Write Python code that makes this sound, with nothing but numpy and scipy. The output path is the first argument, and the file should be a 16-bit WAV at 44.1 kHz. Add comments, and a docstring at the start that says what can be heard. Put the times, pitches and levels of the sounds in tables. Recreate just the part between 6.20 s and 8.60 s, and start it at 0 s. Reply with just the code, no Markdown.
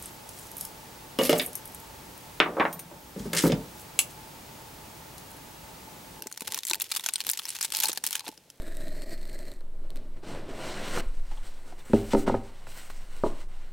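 """Creases snap in the film of a plastic sachet, squeezed and shaken over a small plastic flask, over finer crackle.
Each snap is a sharp crack with a short scatter, coloured by a ringing patch of film; a few panels pop with a pitch.
Candy grains, clumps of powder and dull bumps strike the flask and ring its fading modes; fingers rub in dull pulses.
The sachet is lifted away, leaving a few last ticks. Filtered noise makes the still air and faint tail of the room."""
import sys
import numpy as np
from scipy import signal
from scipy.fft import rfft, irfft
from scipy.io import wavfile

SR = 44100
rng = np.random.default_rng(int(sys.argv[2]) if len(sys.argv) > 2 else 0)


def inscribe(sig):
    """Save sig as 16-bit PCM at rate SR to the path in sys.argv[1].

    A 1-D sig is mono; a 2-D sig holds one channel per row.
    Samples are clipped to [-1, 1] before scaling.
    """
    pcm = np.round(np.clip(np.atleast_2d(sig).T, -1, 1) * 32767)
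    wavfile.write(sys.argv[1], SR, pcm.astype(np.int16))


N = 105840  # length of the scene [samples]
TOP_HZ = 16100  # upper limit of the sound
SNAP_WINDOW_S = .005  # the level of any short sound is taken over this time


def undb(db):
    """Turn decibels into gain."""
    return 10 ** (np.asarray(db) / 20)


def unit(x):
    """Scale to an energy of one per channel, averaged over the channels."""
    channels = len(np.atleast_2d(x))
    return x / np.sqrt(np.sum(x ** 2) / channels + 1e-20)


def steady(x):
    """Scale a sound that lasts the whole scene to an average strength (rms) of one."""
    return unit(x) * np.sqrt(N)


def blow(x, db):
    """Set the level of a short sound, taken over the length of a snap."""
    return undb(db) * unit(x) * np.sqrt(SNAP_WINDOW_S * SR)


def curve(points):
    """Gain over time, drawn as straight lines in dB between (time [s], level [dB]) points."""
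    times, levels = np.array(points).T
    return undb(np.interp(np.arange(N) / SR, times, levels))


def freqs(size=1024):
    """Frequencies [Hz] in the spectrum of a short response."""
    return np.fft.rfftfreq(size, 1 / SR)


def slope(points, f):
    """Levels in dB at frequencies f, joined on a log frequency axis."""
    hz, db = np.array(points).T
    return np.interp(np.log(f + 1), np.log(hz), db)


def causal(db):
    """Response with this spectrum in dB that starts at once and is as short as possible."""
    cepstrum = irfft(np.log(undb(db)))
    half = len(cepstrum) // 2
    # folding the second half onto the first keeps everything after time zero
    cepstrum[1:half] *= 2
    cepstrum[half + 1:] = 0
    return irfft(np.exp(rfft(cepstrum)))


def through(x, h):
    """Pass a sound through a response, keeping its length."""
    full = signal.fftconvolve(np.atleast_2d(x), np.atleast_2d(h), axes=1)
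    return full[:, :np.shape(x)[-1]]


def band(x, low_hz, high_hz, order=3):
    """Keep only the frequencies between two limits."""
    sos = signal.butter(order, [low_hz, high_hz], "band", fs=SR, output="sos")
    return signal.sosfilt(sos, x)


def add(out, start, x):
    """Mix x into out at a start time [s]."""
    i = max(int(start * SR), 0)
    out[:, i:i + x.shape[-1]] += x[..., :N - i]


WIDE_HZ, SIDE_SHARE, SIDE_BASS = 8000, .52, .12  # the side share grows from SIDE_BASS towards the treble


def widen(mid, side):
    """Two ears that are alike in the bass and differ in the treble."""
    f = freqs(len(mid))
    share = SIDE_BASS + SIDE_SHARE * f / np.hypot(f, WIDE_HZ)
    side = irfft(rfft(side) * share, len(mid))
    return mid + np.array([side, -side])


def stereo_noise(size):
    """Noise spread between the ears."""
    return widen(*rng.standard_normal((2, size)))


def grains(per_s, spread_db):
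    """Impulses of uneven size and random sign at random times, rms one."""
    size = undb(spread_db * np.clip(rng.standard_normal(N), -2, 2)) * rng.choice([-1, 1], N)
    hit = rng.random(N) < per_s / SR
    return steady(size * hit)


# tone of the still air: (frequency [Hz], level [dB])
AIR = [(25, 7.5), (70, -6.5), (140, 4.5), (300, -0.5), (500, -4.5), (1200, -8), (3000, -7.5), (7700, -10.5),
       (16000, -16)]
AIR_DB = -62.5  # rms level


def still_air():
    """The quiet hiss and rumble of the air: steady noise shaped by its tone."""
    response = causal(slope(AIR, freqs(size=4096)))
    return undb(AIR_DB) * steady(through(stereo_noise(N), response))


ROOM_DB, ROOM_T60_S = -30, 0.76  # T60: time to fade by 60 dB


def room(size=32768):
    """Faint, dull tail of a small room: noise that swells briefly, then fades evenly in dB."""
    t = np.arange(size) / SR
    swell = np.clip(t / 0.031, 0, 1) ** 2
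    tail = stereo_noise(size) * np.exp(-np.log(1000) * t / ROOM_T60_S) * swell
    return undb(ROOM_DB) * unit(band(tail, low_hz=120, high_hz=8200, order=1))


# dull rubbing of fingers on the sachet: (time [s], level [dB])
RUB = [(0, -54), (.2, -70), (.29, -50.5), (.37, -57), (.43, -72), (.54, -56), (.98, -70.5), (1.06, -56),
       (1.2, -67.5), (1.66, -58.5), (2.3, -68)]


def rubbing():
    """Fingertips stick and slip on the sachet: dull, uneven pulses."""
    slips = grains(per_s=320, spread_db=3)
    dull = band(slips, low_hz=128, high_hz=630) + band(slips, low_hz=51.3, high_hz=124)
    return curve(RUB) * steady(dull)


FLASK_DETUNE, FLASK_SPREAD_DB = .008, 3  # random spread of pitch (as a fraction) and level from blow to blow
# what the flask rings with, before that spread: (frequency [Hz], level [dB], time to fade by 60 dB [s])
FLASK = [(882, 0, .085), (955, -7, .035), (1560, -14, .025), (2680, -16, .025), (4230, -13, .02),
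         (4960, -16, .02)]


def flask(size=4096):
    """Response of the flask to one blow: the air in its neck, and wall modes that depend on the spot hit."""
    t = np.arange(size) / SR
    hz, db, t60 = np.array(FLASK).T[:, :, None]
    detune, weight = rng.standard_normal((2, len(FLASK), 1))
    modes = np.sin(2 * np.pi * hz * (1 + FLASK_DETUNE * detune) * t) * np.exp(-np.log(1000) * t / t60)
    # dividing by sqrt(t60) keeps long-lived modes from gaining energy just by lasting
    gains = undb(db + FLASK_SPREAD_DB * weight) / np.sqrt(t60)
    return unit(band(np.sum(gains * modes, axis=0), low_hz=397, high_hz=12000))


GRAINS_PER_S = 400
# flow of grains into the flask: (time [s], level [dB])
POUR = [(0, -55), (.15, -72.5), (.33, -51.5), (.44, -80), (.58, -83), (1.1, -64), (1.48, -83),
        (1.55, -51.5), (1.66, -51), (1.74, -55.5), (1.81, -86), (1.98, -53.5), (2.15, -76)]
# clumps of powder landing in the flask: (time [s], level [dB])
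CLUMPS = [(.5118, -35.5), (.555, -45), (1.541, -42), (1.642, -30), (1.653, -32.5), (1.688, -41.5),
          (2.042, -47), (2.1255, -51.5)]


def powder(spots=6):
    """Single grains land on several spots of the flask; now and then a clump drops at once."""
    out = np.zeros((1, N))
    for _ in range(spots):
        hits = curve(POUR) * grains(GRAINS_PER_S / spots, spread_db=2.5)
        out += through(hits, flask()) / np.sqrt(spots)
    for start, db in CLUMPS:
        add(out, start, blow(flask(), db))
    return out


REBOUND_S, REBOUND_DB = .0035, -9  # shortest delay of the rebound, and its level against the knock
BUMP_RING_DB = -8  # ring of the flask against the knock
# the sachet bumps the flask: (time [s], level [dB], lowest and highest frequency of the knock [Hz])
BUMPS = [(0.0603, -39.5, 246, 476), (0.0682, -47, 131, 920), (0.2196, -39, 137, 500),
         (.5088, -38.5, 307, 374), (.8605, -47, 610, 746), (1.6941, -36, 260, 566),
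         (1.7738, -45.5, 440, 895), (2.0705, -45, 280, 600), (2.0755, -40, 660, 885),
         (2.089, -37.5, 213, 420)]


def bumps(size=2048):
    """Short, dull knocks with an uneven rebound; they also ring the flask."""
    out = np.zeros((1, N))
    for start, db, low_hz, high_hz in BUMPS:
        knock = band(signal.unit_impulse(size), low_hz, high_hz, order=2)
        add(out, start, blow(knock, db))
        add(out, start + REBOUND_S * rng.uniform(1, 2.025), blow(knock, db + REBOUND_DB))
        add(out, start, blow(flask(), db + BUMP_RING_DB))
    return out


CRACK_S, SCATTER_S, SCATTER_DB = 0.00014, 0.0038, -1  # fading times; scatter level against the crack


def click(size=1024):
    """A sharp crack, then its scatter through the film and between the hands."""
    t = np.arange(size) / SR
    spectrum = rfft(rng.standard_normal((2, size)) * np.exp(-t / CRACK_S))
    mid, side = irfft(spectrum / abs(spectrum) ** .8)  # evens out most of the spectrum
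    # shift a few samples later, and silence the second half
    crack = np.roll(widen(mid, side), 8, axis=1) * (t < t[-1] / 2)
    scatter = stereo_noise(size) * np.exp(-t / SCATTER_S)
    return unit(unit(crack) + undb(SCATTER_DB) * unit(scatter))


RING_OCTAVES = .2  # distance from the ring's centre to half its height in dB
# basic tone of the film: (frequency [Hz], level [dB])
FILM = [(100, -25), (300, -15.5), (600, -20.5), (900, -4), (1200, -6.5), (1800, -2.5), (2600, 1.5),
        (4200, 4), (6000, 3), (9000, 3.5), (12000, 2.5), (16000, -3)]


def patch(hz, ring_db):
    """Spectrum in dB of a patch of film that rings at hz."""
    f = freqs()
    distance = np.log2((f + 1) / hz) / RING_OCTAVES
    return slope(FILM, f) + ring_db / (1 + distance ** 2)


RING_REF_HZ = 6500  # reference pitch for the ring and tilt of the film
FINE_RING_DB, FINE_CORNER_HZ = 1, 1320  # ring of the tiny snaps; their tilt starts above the corner
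FINE_TILT_DB = -1.5  # per octave, for a patch at RING_REF_HZ; higher patches tilt brighter


def crackle(per_s, spread_db, count=12):
    """Tiny snaps from many patches of film, some dull and some bright, each patch with its own scatter."""
    out = 0
    octaves = np.log2(np.hypot(freqs(), FINE_CORNER_HZ) / RING_REF_HZ)
    for hz in np.geomspace(3000, 12000, count):
        tilt_db = FINE_TILT_DB + 2 * np.log2(hz / RING_REF_HZ)
        response = causal(patch(hz, FINE_RING_DB) + tilt_db * octaves)
        out = out + through(grains(per_s / count, spread_db), unit(through(click(), response)))
    return steady(out)


CRACKLES_PER_S, CRACKLE_SPREAD_DB = 650, 8
# fine crackle of the film under the fingers: (time [s], level [dB])
RUSTLE = [(0, -54.5), (.19, -57.5), (.24, -47.5), (.37, -40), (.44, -59.5), (.5, -42), (.58, -57),
          (.63, -43.5), (.69, -48.5), (.75, -33), (.81, -46.5), (.87, -40.5), (.92, -49), (1.03, -45),
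          (1.08, -42.5), (1.16, -45.5), (1.38, -41.5), (1.44, -34.5), (1.48, -48.5), (1.62, -29),
          (1.68, -36.5), (1.75, -49), (1.82, -55.5), (1.87, -28.5), (1.9, -48), (1.96, -31.5),
          (2.02, -68.5), (2.08, -38.5), (2.11, -53), (2.22, -72)]


def rustle():
    """Fingers stir the film into a fine crackle that swells and sinks."""
    return curve(RUSTLE) * crackle(CRACKLES_PER_S, CRACKLE_SPREAD_DB)


# quick runs of tiny buckles: (start time [s], length [s], level [dB])
CRUMPLES = [(0.273, 0.0063, -30), (0.365, 0.0054, -44), (0.616, 0.0045, -29.5), (0.762, 0.0041, -22.5),
            (0.837, 0.0065, -31.5), (1.283, 0.0092, -32), (1.334, 0.003, -43), (1.349, 0.004, -36),
            (1.423, 0.04, -38), (1.536, 0.014, -33.5), (1.64, 0.0096, -29), (1.974, 0.0049, -41)]


def crumples():
    """The film gives way in short, dense runs that start quickly and fade over a few milliseconds."""
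    t, gate = np.arange(N) / SR, np.zeros(N)
    for start, length, db in CRUMPLES:
        rise = np.clip((t - start) / 0.00069, 0, 1)
        fade = np.exp(-np.maximum(t - start - length, 0) / 0.003)
        gate += undb(db) * rise * fade
    return gate * crackle(per_s=4000, spread_db=5)


POP_CYCLES = 1.65  # cycles until the swing of a pop is widest
# a whole panel of the sachet flips with a pitched pop: (time [s], level [dB], pitch [Hz])
POPS = [(.5112, -29, 3960), (.5338, -25, 2550), (.888, -29.5, 2630)]


def pops(size=512):
    """A panel of film flips over and swings for a few cycles."""
    out = np.zeros((2, N))
    for start, db, hz in POPS:
        cycles = hz * np.arange(size) / SR
        swing = np.sin(2 * np.pi * cycles) * cycles * np.exp(-cycles / POP_CYCLES)
        add(out, start, blow(swing, db))
    return out


LEAD_S, LEAD_DB, LEAD_TICKS_PER_S = 0.0012, -15.5, 1200  # growth time, level before the snap is coloured, rate


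def lead_in(size=512):
    """Faint noise with sparse ticks, swelling briefly before a snap."""
    ticks = rng.standard_normal((2, size)) * (0.1 + (rng.random(size) < LEAD_TICKS_PER_S / SR))
    growth = np.exp(-np.arange(size)[::-1] / SR / LEAD_S)
    return undb(LEAD_DB) * unit(widen(*ticks * growth))


CREASE_RIPPLE_DB, RIPPLE_OCTAVES, RIPPLE_FROM_HZ = 4, .22, 800  # typical height, spacing, lowest frequency


def ripple():
    """Chance peaks and dips in dB: every fold has a shape of its own."""
    knots = 2 ** np.arange(np.log2(RIPPLE_FROM_HZ), np.log2(TOP_HZ), RIPPLE_OCTAVES)
    heights = CREASE_RIPPLE_DB * rng.standard_normal(len(knots))
    return slope(list(zip(knots, heights)), freqs())


SNAP_DB, PAN_DB = -3, 1.2  # trim of all snaps; how much louder the first channel is than the second
RING_DB, RING_GROWTH = 7.5, 0.6  # ring at RING_REF_HZ; larger, lower patches ring more strongly
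# creases snapping, levels before the SNAP_DB trim: (time [s], level [dB],
# body against that level [dB], treble against that level [dB], ring of the film [Hz])
CREASES = [(0.0224, -38.5, -4.5, 7.5, 5900), (0.0706, -37.5, -4, 7, 7700), (0.1149, -52, 12.5, 11, 10000),
           (0.1255, -36.5, -39, 2.5, 6700), (0.1754, -33.5, -5.5, -2, 5340), (0.208, -36, -4, 5.5, 10800),
           (0.2204, -40.5, 3, 6, 4000), (0.2784, -36.5, 0.5, 0, 13500), (0.322, -29, -7, 0.5, 9550),
           (0.3451, -26.5, -9, 1, 4660), (0.3762, -41.5, 7, 12, 6250), (0.3888, -25.5, -20, -7.5, 6650),
           (0.434, -31, -12, -6, 4970), (0.4516, -34.5, -9.5, 7.5, 6000), (0.4692, -34.5, -17, 7.5, 6900),
           (0.478, -38.5, -6, 9, 9800), (0.4841, -34, -19, 5, 9200), (0.4983, -27.5, -45, 4.5, 8150),
           (0.5043, -40, 6, 13, 8300), (0.5114, -23.5, -8, -6, 7440), (0.534, -23, -11, -1.5, 7500),
           (0.5452, -30, -6, 3, 3580), (0.5547, -38, -2, 7.5, 7950), (0.6002, -38, 1, 9, 10200),
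           (0.6085, -29, -13, -3, 3740), (0.6195, -40.5, 0, 21, 11300), (0.7158, -28, -6, -1, 7900),
           (0.7194, -23.5, -7.5, -2.5, 4600), (0.766, -38, -6, -13, 3370), (0.77, -26, -10, 0, 10900),
           (0.796, -34, -2, -1, 3760), (0.8621, -22, -8, -0.5, 6730), (0.8877, -30.5, 1.5, 6, 5700),
           (0.8931, -25.5, -17, -20, 3960), (0.937, -34, -13, 14, 9250), (0.9577, -21.5, -19.5, -4, 8700),
           (1.0046, -26, -9.5, -4, 8840), (1.0128, -29, -10.5, -10, 2960), (1.0676, -29.5, -9.5, 4, 13800),
           (1.0913, -26, -9, 3.5, 8800), (1.0991, -29.5, -7, 11, 10600), (1.106, -27, -23, -14, 5660),
           (1.114, -42.5, -45, 24, 12400), (1.1342, -26.5, -12, -2.5, 12400), (1.1742, -30, -13, 0, 8000),
           (1.1908, -29.5, -15, -6, 4540), (1.1947, -32, -4.5, -2, 3650), (1.254, -28.5, -11.5, -6, 5440),
           (1.2913, -43, -13, 17, 7400), (1.304, -30.5, -19, 1.5, 9200), (1.3653, -33.5, -10, -5, 6600),
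           (1.4105, -31, 0, 4, 9500), (1.4146, -25, -24, -5, 5770), (1.4276, -27.5, -41, 4.5, 7400),
           (1.4476, -29.5, -6.5, 4.5, 10000), (1.4518, -29, -13, 1.5, 9600), (1.522, -27, -11, 0, 9500),
           (1.5493, -22, -16, -6, 4070), (1.569, -29.5, -29, 8, 9100), (1.6019, -27, -24, 6, 12500),
           (1.605, -25, -17, -16, 6500), (1.6344, -21.5, -12.5, -2, 5950), (1.638, -27.5, -4, 8.5, 2680),
           (1.6561, -21, -40, -2.5, 4330), (1.6855, -31.5, -41, 9.5, 8700), (1.6962, -31, -7, 3, 4040),
           (1.7174, -26, -22, -13, 6600), (1.7307, -35.5, -6.5, 8, 11700), (1.7588, -37, -16, -9, 6000),
           (1.7749, -26.5, -5.5, -1, 4640), (1.8397, -28.5, -2.5, 6, 10000),
           (1.8655, -29.5, -14, 9.5, 10800), (1.8739, -30, -22, 2, 9150), (1.9082, -37.5, -7, 10, 10400),
           (1.9212, -40, -9, -4, 4500), (1.9293, -27, -12, 0.5, 4850), (1.9534, -26.5, -5, 0.5, 2970),
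           (1.9554, -30, -5.5, 4.5, 3150), (1.9948, -31.5, -11, -2.5, 5470), (2.006, -36.5, -4.5, -6, 4300),
           (2.0658, -35.5, -6, -32, 3830), (2.08, -36, 0.5, 2.5, 3930), (2.1766, -44.5, -11, -8.5, 5270),
           (2.3018, -40.5, -16, -4.5, 8400)]


def creases():
    """Each crease snaps after a brief faint swell of noise, with its own body, treble and ringing patch of film."""
    out, f = np.zeros((2, N)), freqs()
    edges, centres = [900, 2500, 7000, 16000], [1500, 4200, 10500]  # body, middle and treble [Hz]
    pan = undb(np.array([[1], [-1]]) * PAN_DB / 2)
    for start, db, body_db, treble_db, hz in CREASES:
        lead, snap = lead_in(), click()
        ring_db = RING_DB * (RING_REF_HZ / hz) ** RING_GROWTH
        colour = patch(hz, ring_db) + ripple()
        # find the level the coloured snap has in each band, then correct it towards the table
        power = np.mean(abs(rfft(snap)) ** 2, axis=0) * undb(colour) ** 2 / len(f)
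        band_power = np.histogram(f, edges, weights=power)[0]
        band_db = 10 * np.log10(band_power / (SNAP_WINDOW_S * SR))
        weights = db + np.array([body_db, 0, treble_db]) - band_db
        response = causal(colour + slope(list(zip(centres, weights)), f))
        # begin early, so that the snap itself falls on its time
        add(out, start - lead.shape[1] / SR, pan * through(np.hstack([lead, snap]), response))
    return out * undb(SNAP_DB)


FLASK_DB = -29.5  # share of the crinkling that rings the flask
WALL_LAG_S = 0.00203  # delay of a sideways reflection


def scene():
    """Film, fingers, grains and knocks over the flask, with the room and its still air."""
    film = creases() + pops() + crumples() + rustle()
    crinkle_in_flask = undb(FLASK_DB) * through(film.mean(axis=0), flask())
    body = (bumps() + rubbing() + powder() + crinkle_in_flask).mean(axis=0)
    reflection = np.roll(body, int(WALL_LAG_S * SR))
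    near = film + widen(body, reflection)
    return near + through(near, room()) + still_air()


def record(dry):
    """The recorder thins the deep bass and cuts the top."""
    thin = signal.sosfilt(signal.butter(1, 55, "high", fs=SR, output="sos"), dry)
    return signal.sosfilt(signal.ellip(10, .2, 80, TOP_HZ, fs=SR, output="sos"), thin)


dry = scene()
out = record(dry)
inscribe(out)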